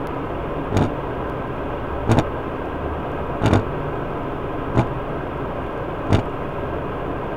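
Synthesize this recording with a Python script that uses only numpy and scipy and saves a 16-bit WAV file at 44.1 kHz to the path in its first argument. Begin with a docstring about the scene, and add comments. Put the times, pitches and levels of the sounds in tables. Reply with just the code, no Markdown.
"""Juddering wiper in a diesel cab

A diesel machine idles in a snowy yard, heater blowing, while a pickup pulls past outside.
On each sweep the windscreen wiper sticks and slips: its knocks boom in the glass and cab,
and a loose plastic housing clacks after them. The hardest knocks overload the microphone."""
import sys
import numpy as np
from scipy import signal
from scipy.fft import rfft, irfft
from scipy.io import wavfile
from scipy.ndimage import uniform_filter1d

SR = 44100
rng = np.random.default_rng(int(sys.argv[2]) if len(sys.argv) > 2 else 0)


def to_wav(sig):
    """Store sig (one row per channel, or 1-D mono) as 16-bit WAV at the path in sys.argv[1].

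    Samples outside -1..1 are clipped; the rate is SR.
    """
    pcm = np.clip(np.atleast_2d(sig), -1, 1) * 32767
    pcm = np.round(pcm).astype(np.int16)
    wavfile.write(sys.argv[1], SR, pcm.T)  # frames by channels


N = 324576
T = np.arange(N) / SR
RING_T = T[:SR // 8]  # time within one knock
FREQS = np.maximum(np.fft.rfftfreq(N, 1 / SR), 1)

# the clearer ticks (time [s], relative level [dB])
CLEAR_TICKS = [(0.0707, -26), (1.2976, -35.5), (2.6567, -43), (3.1178, -44), (3.8023, -45), (4.8723, -43),
               (6.0713, -44), (6.2572, -43)]
# the pickup's exhaust note (time [s], pitch [Hz], level [dB])
EXHAUST_NOTE = [(0, 41.6, -56), (.7, 48, -55), (1.3, 57.1, -35.5), (1.8, 67.9, -39), (2.3, 74.07, -33),
                (3.1, 76.76, -38), (3.6, 79, -39), (4.2, 80, -64), (7.36, 74.4, -49)]
# tone of the rushing air (frequency [Hz], relative level [dB])
AIR_SPECTRUM = [(200, -26), (1700, -2.5), (2500, 3), (3300, -3.5), (3650, -12.5), (3740, -31), (4600, -25),
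                (6000, -25.5), (8000, -30), (15500, -31)]
# heater duct resonances (frequency [Hz], width [Hz], boost [dB])
DUCT_PEAKS = [(1876, 77, 8), (2110, 160, 4.5), (2498, 60, 5.5), (2790, 59, 5.5), (3300, 85, 2),
              (3610, 100, 5), (4100, 80, 12)]
# hums of fan and cab (pitch [Hz], level [dB])
CAB_HUMS = [(15.1, -37), (22.6, -50), (60.2, -46), (121, -41), (139, -43.5), (150, -50.5), (1040, -46.5)]
# pure engine tones (multiple of the firing rate, level [dB])
ENGINE_TONES = [(1, -41.5), (2, -46.5), (4, -43)]
# tone of the engine noise at the seat (frequency [Hz], relative level [dB])
ENGINE_SPECTRUM = [(20, -31), (50, -3.5), (95, -1.5), (140, -1), (185, -3.5), (235, -6), (290, -0.5),
                   (450, -1), (800, -8.5), (1200, -13.5), (1600, -13), (1760, -26.5), (3000, -34),
                   (6000, -56)]
# cab panel resonances (frequency [Hz], width [Hz], boost [dB])
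PANEL_PEAKS = [(271.6, 22, 5.5), (410, 18, 4), (579.6, 19, 6), (640, 45, 0.5), (701, 20, 4.5),
               (768, 16, -3), (828, 39, -1), (883, 21, -5.5), (1003, 273, 6.5), (1284, 110, 5),
               (1433, 29, -16), (1633, 150, 3)]
# strength of each cylinder (relative level [dB])
CYLINDER_DB = np.array([-0.063, -0.02, -0.42, 0.15, -0.14, 0.37])
# ringing of the housing (pitch [Hz], relative level [dB], time to fade 60 dB [s])
HOUSING_MODES = [(1525, 3.5, 0.012), (2120, -3, 0.017), (2353, 5, 0.014), (2824, 7.5, 0.008),
                 (3590, 6, 0.0095), (4560, -14, 0.034), (5630, -17.5, 0.033), (6470, -5, 0.012),
                 (6800, -2, 0.011), (8020, -21, .016), (8000, -12, 0.015), (9020, -9, 0.016),
                 (12500, -27, .012)]
# ringing of windscreen and cab (pitch [Hz], relative level [dB], time to fade 60 dB [s])
GLASS_MODES = [(58, -16, 0.064), (103.5, -7, 0.08), (186, -18, 0.06), (234.5, -17, 0.092),
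               (309, -18, 0.049), (406, -29, 0.086), (638, -15.5, 0.035), (838, -15.5, 0.029),
               (1404, -18.5, 0.021)]
# wiper judders, with relative levels (peak time [s], level [dB], slip gap [s], build-up [s],
# die-away [s], hardness, rattle level [dB], clack level [dB], clack brightness, bounce gap [s])
WIPER_JUDDERS = [(0.765, -7, 0.021, 0.035, .034, 4, -32, -22.5, 1, 0.0065),
                 (0.8204, -6.5, 0.014, .021, 0.03, 3, -27, -32, -9, .0095),
                 (2.1109, -4.5, .0182, 0.035, 0.035, 4.5, -28, -23, 6, 0.006),
                 (2.1825, 1, 0.013, 0.016, 0.014, 4, -29, -20, -3.5, 0.01),
                 (3.4548, -5, 0.018, .033, 0.029, 7, -24, -22, 0, 0.006),
                 (3.53, -3.5, .021, 0.033, 0.054, 5.5, -25, -21.5, -6, 0.0048),
                 (4.788, -6, .0165, 0.04, 0.029, 4, -30, -29.5, -7, 0.0077),
                 (6.1236, -2.5, 0.02, .024, 0.062, 1.5, -20.5, -23, -5.5, 0.0054)]


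def gain(db):
    """Turn decibels into a multiplier."""
    return 10 ** (np.asarray(db) / 20)


def level(x, db):
    """Scale a sound to an average (rms) level."""
    return x * gain(db) / np.std(x)


def drift(rate_hz):
    """A smooth random wobble, roughly 1 in size."""
    steps = rng.standard_normal(2000)
    path = np.interp(T * rate_hz, np.arange(len(steps)), steps)
    return uniform_filter1d(path, int(SR / rate_hz / 2) + 1) * np.sqrt(2)


def cycles(hz):
    """Count the cycles done so far at a changing pitch."""
    return np.cumsum(hz) / SR


def tone(phase, db):
    """A pure tone; its phase is counted in cycles."""
    return level(np.sin(2 * np.pi * phase), db)


def colour(x, spectrum, peaks):
    """Shape a sound with a smooth spectrum plus resonant peaks."""
    hz, db = np.transpose(spectrum)
    gain_db = np.interp(np.log(FREQS), np.log(hz), db)
    for centre, width, boost in peaks:
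        gain_db += boost / (1 + (2 * (FREQS - centre) / width) ** 2)
    return irfft(rfft(x) * gain(gain_db), N)


def band(x, low_hz, high_hz, order=1):
    """Keep what lies between two frequencies."""
    return signal.sosfilt(signal.butter(order, [low_hz, high_hz], "band", fs=SR, output="sos"), x)


def fade(t60):
    """Die away by 60 dB in t60 seconds."""
    return np.exp(-np.log(1000) * RING_T / t60)


def ring(modes, scatter_db, detune, tilt_db=0):
    """A struck object rings with fading tones, a little different each time; tilt favours high ones."""
    out = np.zeros(len(RING_T))
    for hz, db, t60 in modes:
        louder, sharper = rng.standard_normal(2)
        strength = gain(db + scatter_db * louder + tilt_db * np.log10(hz / 300))
        out += strength * fade(t60) * np.sin(2 * np.pi * hz * (1 + detune * sharper) * RING_T)
    return out


def add(out, s, sound):
    """Mix a sound in, starting at s seconds."""
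    start = max(int(s * SR), 0)
    out[start:start + len(sound)] += sound[:N - start]


def whine():
    """A very faint, thin electrical whine."""
    return tone(15174 * T, db=-84.5)


def ticks(faint_count=70):
    """Tiny dry ticks: a few clear ones and a sprinkle of faint ones."""
    out = np.zeros(N)
    faint = [(when * N / SR, -54 + 9 * size ** 3) for when, size in rng.random((faint_count, 2))]
    snap = gain(8) * band(fade(0.0016), 1500, 18000)
    for s, db in list(CLEAR_TICKS) + faint:
        grit = band(rng.standard_normal(len(RING_T)), 3000, 11000) * fade(0.0029)
        add(out, s + 0.001, gain(db) * (snap + 0.6 * grit))
    return out


def pickup():
    """Only the lowest exhaust note gets into the closed cab; it rises as the truck gathers speed."""
    s, hz, db = np.transpose(EXHAUST_NOTE)
    return tone(cycles(np.interp(T, s, hz)), np.interp(T, s, db) + 2 * drift(6.88))


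def heater():
    """The blower pushes air through its ducts; fan and cab hum along, wavering."""
    air = level(colour(rng.standard_normal(N), AIR_SPECTRUM, DUCT_PEAKS), -46.5 + 0.26 * drift(9.7))
    hums = sum(tone(cycles(hz * (1 + 0.01036 * drift(5))), db + 2 * drift(5.9)) for hz, db in CAB_HUMS)
    return air + hums


def engine(firing_hz=37.34, throb=0.21, clatter_db=-26.5):
    """Six uneven cylinders fire in turn, each making the cab panels clatter, over low pure tones."""
    firings = cycles(firing_hz * (1 + 0.00635 * drift(3)))
    stroke = firings.astype(int)
    strength = gain(CYLINDER_DB[stroke % 6] - 0.2 * rng.standard_normal(N)[stroke])
    bursts = strength * (1 + throb * np.exp(-(firings % 1) / 0.21))
    clatter = level(colour(bursts * rng.standard_normal(N), ENGINE_SPECTRUM, PANEL_PEAKS), clatter_db)
    tones = sum(tone(k * firings + rng.random(), db + 4.3 * drift(3.16)) for k, db in ENGINE_TONES)
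    rumble = level(band(rng.standard_normal(N), 26, 74, order=2), -50)
    return clatter + tones + rumble


def housing_buzz(shake, contacts_per_s=1000, settle_s=0.0027):
    """While the glass shakes, the housing buzzes with a swarm of tiny contacts."""
    contacts = rng.random(N) < contacts_per_s / SR
    taps = contacts * rng.standard_normal(N) * gain(6 * rng.random(N))
    ringing = signal.fftconvolve(taps, ring(HOUSING_MODES, scatter_db=1, detune=0))[:N]
    buzz = level(band(taps, 2600, 3500), 0) + level(ringing, -4)
    # the buzz follows a moment behind the shaking
    hold = np.exp(-1 / (settle_s * SR))
    shake_power = signal.lfilter([1 - hold], [1, -hold], shake ** 2)
    return level(buzz, -32) * np.sqrt(shake_power)


def housing_bounces(blows, uneven=0.06):
    """Each blow on the housing becomes three hits, ever weaker and duller."""
    return [(s + k * bounce_s * (1 + uneven * late), db - 4.5 * k ** 2, brightness - 4.5 * k)
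            for s, db, brightness, bounce_s in blows
            for k, late in enumerate(rng.standard_normal(3))]


def housing_clacks(hits, rise_s=0.00073):
    """The loose housing hits its mount: a gritty crack and a short ring, brighter on hard contact."""
    out = np.zeros(N)
    high_pass = signal.butter(2, 5500, "high", fs=SR, output="sos")
    for s, db, brightness in hits:
        crack = level(band(rng.standard_normal(len(RING_T)), 1500, 4300), 0) * fade(0.012)
        ringing = gain(0.2) * ring(HOUSING_MODES, scatter_db=3.5, detune=0.01)
        clack = (ringing + crack) * (1 - np.exp(-RING_T / rise_s))
        treble = signal.sosfiltfilt(high_pass, clack, padtype=None)
        add(out, s, gain(db) * (clack - treble + gain(0.91 * brightness) * treble))
    return out


def glass_knocks(blows, contact_s=0.0016, rebound_s=0.0017, cushion_hz=1900):
    """Shoved glass springs back and rings; harder knocks are brighter and rattle the cab more."""
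    out = np.zeros(N)
    push = np.exp(-8 * (RING_T / contact_s - 1) ** 2)
    spring_back = np.exp(-8 * ((RING_T - rebound_s) / contact_s - 1) ** 2)
    for s, db, hardness in blows:
        burst = rng.standard_normal(len(RING_T)) * fade(0.077)
        cab_rattle = band(burst, 200, 1100, order=3) * np.sqrt(SR / 2 / 900)  # undo the filter's loss
        ringing = ring(GLASS_MODES, scatter_db=-0.4, detune=0.0021, tilt_db=0.81 * hardness)
        add(out, s - contact_s, gain(db + 1 - 0.17 * hardness) * (push - 0.47 * spring_back))
        add(out, s, -gain(db + 3) * ringing)
        add(out, s, gain(db - 16 + 0.5 * hardness) * cab_rattle)
    # the rubber blade cushions every blow
    return signal.sosfiltfilt(signal.butter(2, cushion_hz, fs=SR, output="sos"), out)


def wiper_judder(slips=6, scatter_db=1.9, clack_lag_s=0.0048):
    """The blade sticks and slips, swelling then dying away; lists the blows on glass and housing."""
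    on_glass, on_housing = [], []
    for judder in WIPER_JUDDERS:
        peak_s, db, gap_s, build_s, die_s, hardness, rattle_db, clack_db, brightness, bounce_s = judder
        # slip number 0 is the peak
        for k, (late, louder, skip) in enumerate(rng.standard_normal((slips, 3)), start=-2):
            slope_s = die_s if k > 0 else build_s
            swell_db = -9 * abs(k * gap_s / slope_s) ** 1.65 + scatter_db * louder
            s = peak_s + k * gap_s + 0.0006 * k * late
            on_glass.append((s, db + swell_db, hardness))
            # the blade lands again between slips, lighter and harder
            landing_s = s + gap_s * (0.55 + 0.0855 * skip)
            on_glass.append((landing_s, db + swell_db - 7, hardness + 1))
            # the peak knock throws the housing against its mount; the others only rattle it, dully
            strike = (clack_db, brightness) if k == 0 else (rattle_db + 1.58 * swell_db, -11)
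            on_housing.append((s + clack_lag_s, *strike, bounce_s))
    return on_glass, on_housing


def scene():
    """Everything as heard from just behind the windscreen, beside the housing."""
    background = engine() + heater() + pickup() + ticks() + whine()
    on_glass, on_housing = wiper_judder()
    glass = glass_knocks(on_glass)
    housing = housing_clacks(housing_bounces(on_housing)) + housing_buzz(glass)
    return (background + glass + housing)[None]


def record(dry, ceiling=0.53, top_hz=15850):
    """The microphone flattens the biggest peaks; filters remove any steady offset and the top treble."""
    clipped = dry / (1 + (dry / ceiling) ** 8) ** (1 / 8)
    centred = signal.sosfilt(signal.butter(1, 4, "high", fs=SR, output="sos"), clipped)
    return signal.sosfilt(signal.ellip(10, 0.1, 70, top_hz, fs=SR, output="sos"), centred)


dry = scene()
out = record(dry)
to_wav(out)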